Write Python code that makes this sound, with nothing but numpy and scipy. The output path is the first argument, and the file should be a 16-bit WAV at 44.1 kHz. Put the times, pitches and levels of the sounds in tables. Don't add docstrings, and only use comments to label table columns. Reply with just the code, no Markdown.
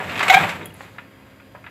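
import sys
import numpy as np
from scipy import signal
from scipy.fft import rfft, irfft, next_fast_len
from scipy.io import wavfile
from scipy.ndimage import map_coordinates

SR = 44100
rng = np.random.default_rng(int(sys.argv[2]) if len(sys.argv) > 2 else 0)


def master_out(mix):
    frames = np.transpose(np.atleast_2d(mix))
    ceiling = np.clip(frames, -1, 1)
    pcm = np.round(ceiling * 32767).astype(np.int16)
    wavfile.write(sys.argv[1], SR, pcm)


N = 74970
T = np.arange(N) / SR

# [f/Hz, density/dB]
OFFICE_COLOUR = [(15, -47), (25, -26), (50, -11), (70, -4), (98, -4.5), (135, -0.5), (167, -24), (195, -7),
                 (237, -6), (529, -12), (600, -13.5), (1060, -27), (2000, -19), (4000, -31.5), (8000, -43),
                 (13800, -31), (15000, -56)]
# [f/Hz, rms level/dB]
HUM = [(102.3, -57.5), (200, -59), (269.2, -59), (538.3, -62), (1077, -66.5), (1620, -67.5), (3235, -71.5),
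       (4856, -73), (7278, -81), (9706, -79)]
OFFICE_DB, HUM_DRIFT_RAD = -51.5, 1

# [t/s, level/dB]
RUB_LEVEL = [(0, -32), (.08, -33.5), (.19, -27.5), (.25, -26.5), (.33, -19.5), (.38, -20.5), (.445, -21.5),
             (.475, -29), (.53, -31), (.58, -37), (.655, -41.5), (.69, -50.5), (.78, -50), (.86, -45),
             (.95, -53), (1.1, -55.5), (1.38, -55.5), (1.7, -60)]
# [t/s, level/dB]
RUMBLE_LEVEL = [(0, -37.5), (.2, -32.5), (.33, -40), (.43, -29), (.5, -38.5), (.64, -38), (.74, -49.5),
                (.92, -52), (1.08, -54.5), (1.25, -62.5), (1.7, -55)]
# [f/Hz, density/dB]
RUB_COLOUR = [(150, -28), (250, -15), (292, -12.5), (761, -2), (829, -2), (888, -2.5), (2130, 0),
              (3100, -9), (5750, -25), (7560, -23.5), (8670, -31.5), (12200, -25), (15000, -34.5)]
# [f/Hz, density/dB]
RUMBLE_COLOUR = [(30, -70), (60, -27), (95, -4), (140, -10.5), (170, 0), (205, -8.5), (300, -10.5),
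                 (600, -13.5), (2000, -66)]
# [f/Hz, width/Hz, gain/dB]
TRAY = [(636.3, 45, 1), (735, 13, 2.5), (927, 70, -0.5), (1184, 84, -7.5), (1337, 13, -3), (1770, 13.3, -4),
        (2143, 17, -12), (2515, 13.3, 5), (3000, 40, -21), (3580, 180, -8.5), (7680, 170, 4)]
SLIPS_PER_S, SLIP_DB, SLIP_SPREAD_DB, RUB_WOBBLE_DB = 700, -5.5, 5, 1.5

# [t/s, level/dB]
RUSTLE_LEVEL = [(.74, -64), (.775, -57.5), (.83, -52), (.87, -59.5), (.93, -62), (1.1, -71.5), (1.7, -68)]
# [f/Hz, density/dB]
RUSTLE_COLOUR = [(1500, -12), (2600, 4.5), (4300, 5), (5500, -7), (7100, 3), (8800, -7), (11500, -4),
                 (15000, -12)]

# [t/s, level/dB, lower edge f/Hz, upper edge f/Hz, noise t60/s, ring f/Hz]
KNOCKS = [(.001, -25.5, 308, 2500, 0.14, 756), (0.094, -29.5, 1940, 6000, 0.18, 2800),
          (0.155, -26.5, 2030, 6500, 0.053, 2690), (0.177, -27.5, 1850, 5560, 0.067, 3250),
          (0.1919, -19.5, 1900, 8000, 0.035, 3160), (0.2038, -16.5, 684, 4800, 0.11, 1745),
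          (0.2282, -16.5, 700, 9000, 0.073, 2054), (0.2804, -14.5, 930, 9200, 0.056, 2220),
          (.326, -20.5, 600, 14000, 0.055, 890), (.341, -21, 3000, 12000, 0.013, 3770),
          (0.3485, -18, 2200, 14000, 0.004, 2480), (0.399, -22.5, 500, 2940, 0.039, 1620),
          (0.4329, -15.5, 485, 2780, 0.073, 1172), (.492, -24, 1200, 8600, 0.098, 2253),
          (0.611, -32.5, 895, 2950, 0.054, 2120), (0.807, -30, 520, 1970, 0.043, 810),
          (0.846, -50, 493, 2400, 0.074, 1410), (0.982, -31, 1320, 3000, 0.081, 2470),
          (1.048, -48.5, 903, 3040, 0.047, 1300), (1.399, -47, 980, 2840, 0.069, 1426),
          (1.549, -37, 710, 1800, 0.1, 577), (1.641, -40.5, 1110, 2600, 0.084, 1343),
          (1.664, -33.5, 1300, 2880, 0.067, 1960), (1.673, -39.5, 1270, 2850, 0.046, 1340)]
# [f/Hz, density/dB]
KNOCK_COLOUR = [(100, -78), (400, -6), (700, -10.5), (1300, -7), (2500, -8), (4000, -16.5), (5700, -24.5),
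                (7400, -22.5), (9000, -26.5), (15000, -20)]
KNOCK_ATTACK_S = 0.0012
KNOCK_RING_DB, KNOCK_RING_LONGER = -4, 1.1

# [f/Hz, t60/s]
ROOM = [(150, 0.37), (1500, 0.26), (6000, 0.18), (14000, .17)]
ROOM_DB = -8.5

# [t/s, length/s, level/dB, f/Hz]
SQUEAKS = [(0.262, 0.019, -20.5, 1130), (0.628, 0.0068, -41, 3680), (0.652, 0.026, -43, 3300),
           (.704, 0.0074, -42.5, 2850)]
SQUEAK_ROUGH_RAD = 0.17

# [t/s, swell/s, panel hold/s, panel f/Hz, panel level/dB,
# catch f/Hz, catch level/dB, scrape level/dB]
CLACKS = [(0.2955, 0.0063, .014, 752.6, -7.5, 2196, -5.5, -12.5),
          (0.3355, 0.0089, 0.0073, 747.3, -6.5, 2342, -3, -16),
          (0.365, 0.0059, .009, 789, -8, 2416, -15.5, -39),
          (.385, .003, .002, 774, -13.5, 2226, -27, -29.5)]
# [f before the shift/Hz, relative level/dB, t60/s]
CATCH_MODES = [(1524, -7.5, 0.13), (2228, -2.5, 0.096), (2060, -10, 0.068), (3007, -16.5, 0.096),
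               (3540, -21.5, .06), (3802, -21.5, 0.026)]
# [f/Hz, density/dB]
SCRAPE_COLOUR = [(150, -18), (500, -27), (900, -2), (2300, 0), (3000, 1), (3800, 0.5), (5000, -13.5),
                 (7000, -9), (9000, -33), (12500, -14.5), (15500, -36)]
PANEL_T60_S, SCRAPE_T60_S = 0.034, 0.06
MODE_FLUTTER_DB, MODE_ROUGH_RAD = 0.8, 0.25

# [t/s, level/dB, f/Hz, t60/s]
THUDS = [(.336, -39, 41.6, .05), (0.346, -24, 167.2, 0.14), (0.4, -23, 167.5, 0.073),
         (.43, -29.5, 114.5, 0.16)]
THUD_ATTACK_S = 0.012

# [t/s, level/dB]
TICKS = [(0.6573, -30), (0.741, -43), (.765, -52)]
# [f/Hz, density/dB]
TICK_COLOUR = [(1000, -14), (3000, 3), (5300, -35), (7000, 1), (8300, -5.5), (9900, 12), (11200, 4),
               (12300, 5), (15000, -7)]
TICK_ATTACK_S, TICK_T60_S = 0.00062, 0.022

CLIP_TOP, CLIP_HARDNESS, TOP_HZ = 1.03, 17, 15644


def amp(db):
    return 10 ** (np.asarray(db) / 20)


def unit(x):
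    return x / np.sqrt(np.mean(x ** 2) + 1e-20)


def along(points, hz):
    f, value = np.transpose(points)
    return np.interp(np.log(hz + 1), np.log(f + 1), value)


def curve(points):
    return np.interp(T, *np.transpose(points))


def wobble(rate):
    return map_coordinates(rng.standard_normal(2048), [T * rate], mode="mirror")


def filtered(x, response):
    size = next_fast_len(N + SR // 2)
    spectrum = rfft(x, size) * response(np.fft.rfftfreq(size, 1 / SR))
    return irfft(spectrum, size)[:N]


def noise(response):
    return unit(filtered(rng.standard_normal(N), response))


def colour(points):
    return lambda hz: amp(along(points, hz))


def tray_body(hz):
    response = 1
    for centre, width, db in TRAY:
        damping = 1j * hz * width
        response = response + amp(db) * damping / (centre * centre - hz * hz + damping)
    return response


def burst(start, attack, t60, hold=0):
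    rise = np.clip((T - start) / attack, 0, 1)
    decay_time = np.maximum(T - start - attack - hold, 0)
    return rise * amp(-60 * decay_time / t60)


def tone(hz, start=0, phase=0):
    return np.sin(2 * np.pi * hz * (T - start) + phase)


def office():
    out = amp(OFFICE_DB) * noise(colour(OFFICE_COLOUR))
    for hz, db in HUM:
        drift = HUM_DRIFT_RAD * wobble(rate=8.1)
        out += amp(db) * np.sqrt(2) * tone(hz, phase=drift)
    return out


def slide():
    slip_times = rng.random(N) < SLIPS_PER_S / SR
    signs = rng.choice([-1, 1], N)
    sizes = amp(SLIP_SPREAD_DB * np.minimum(rng.exponential(size=N), 3))
    slips = slip_times * signs * sizes
    friction = rng.standard_normal(N) + amp(SLIP_DB) * unit(slips)
    rub = unit(filtered(friction, lambda hz: colour(RUB_COLOUR)(hz) * tray_body(hz)))
    return rub * amp(curve(RUB_LEVEL) + RUB_WOBBLE_DB * wobble(rate=51))


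def rumble():
    return amp(curve(RUMBLE_LEVEL)) * noise(colour(RUMBLE_COLOUR))


def rustle():
    return amp(curve(RUSTLE_LEVEL)) * noise(colour(RUSTLE_COLOUR))


def knocks():
    out = np.zeros(N)
    for start, db, low_hz, high_hz, t60, ring_hz in KNOCKS:
        def response(hz):
            low_ratio = (hz / low_hz) ** 2
            band = low_ratio / np.hypot(1, low_ratio) / (1 + (hz / high_hz) ** 4)
            return colour(KNOCK_COLOUR)(hz) * tray_body(hz) * band

        out += amp(db) * burst(start, KNOCK_ATTACK_S, t60) * noise(response)
        ring = burst(start, KNOCK_ATTACK_S, t60 * KNOCK_RING_LONGER) * tone(ring_hz, start)
        out += amp(db + KNOCK_RING_DB) * ring
    return out


def room(x):
    hz, t, z = signal.stft(rng.standard_normal(SR // 2), SR, nperseg=256)
    decay = amp(-60 * t / along(ROOM, hz)[:, None])
    tail = signal.istft(z * decay, SR, nperseg=256)[1]
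    return signal.fftconvolve(x, tail / np.linalg.norm(tail))[:N]


def squeaks():
    out = np.zeros(N)
    for start, length, db, hz in SQUEAKS:
        swell = np.sin(np.pi * np.clip((T - start) / length, 0, 1))
        out += amp(db) * swell * tone(hz, phase=SQUEAK_ROUGH_RAD * wobble(rate=130))
    return out


def chatter(hz, start):
    flutter = amp(MODE_FLUTTER_DB * wobble(rate=250))
    return flutter * tone(hz, start, MODE_ROUGH_RAD * wobble(rate=220))


def catch():
    out = np.zeros(N)
    reference_hz = CATCH_MODES[1][0]
    for start, swell, hold, panel_hz, panel_db, catch_hz, catch_db, scrape_db in CLACKS:
        out += amp(panel_db) * burst(start, swell, PANEL_T60_S, hold) * chatter(panel_hz, start)
        for hz, mode_db, t60 in CATCH_MODES:
            mode = chatter(hz * catch_hz / reference_hz, start)
            out += amp(catch_db + mode_db) * burst(start, swell, t60) * mode
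        scrape = noise(colour(SCRAPE_COLOUR))
        out += amp(scrape_db) * burst(start, swell, SCRAPE_T60_S) * scrape
    return out


def thuds():
    out = np.zeros(N)
    for start, db, hz, t60 in THUDS:
        out += amp(db) * burst(start, THUD_ATTACK_S, t60) * tone(hz, start)
    return out


def ticks():
    out = np.zeros(N)
    for start, db in TICKS:
        out += amp(db) * burst(start, TICK_ATTACK_S, TICK_T60_S) * noise(colour(TICK_COLOUR))
    return out


def scene():
    hits = knocks() + squeaks() + catch() + ticks()
    reverberation = amp(ROOM_DB) * room(hits)
    return (office() + slide() + rumble() + rustle() + hits + reverberation + thuds())[None]


def record(dry):
    overload = np.abs(dry[0] / CLIP_TOP) ** CLIP_HARDNESS
    clipped = dry[0] / (1 + overload) ** (1 / CLIP_HARDNESS)
    return filtered(clipped, lambda hz: hz < TOP_HZ)[None]


dry = scene()
out = record(dry)
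master_out(out)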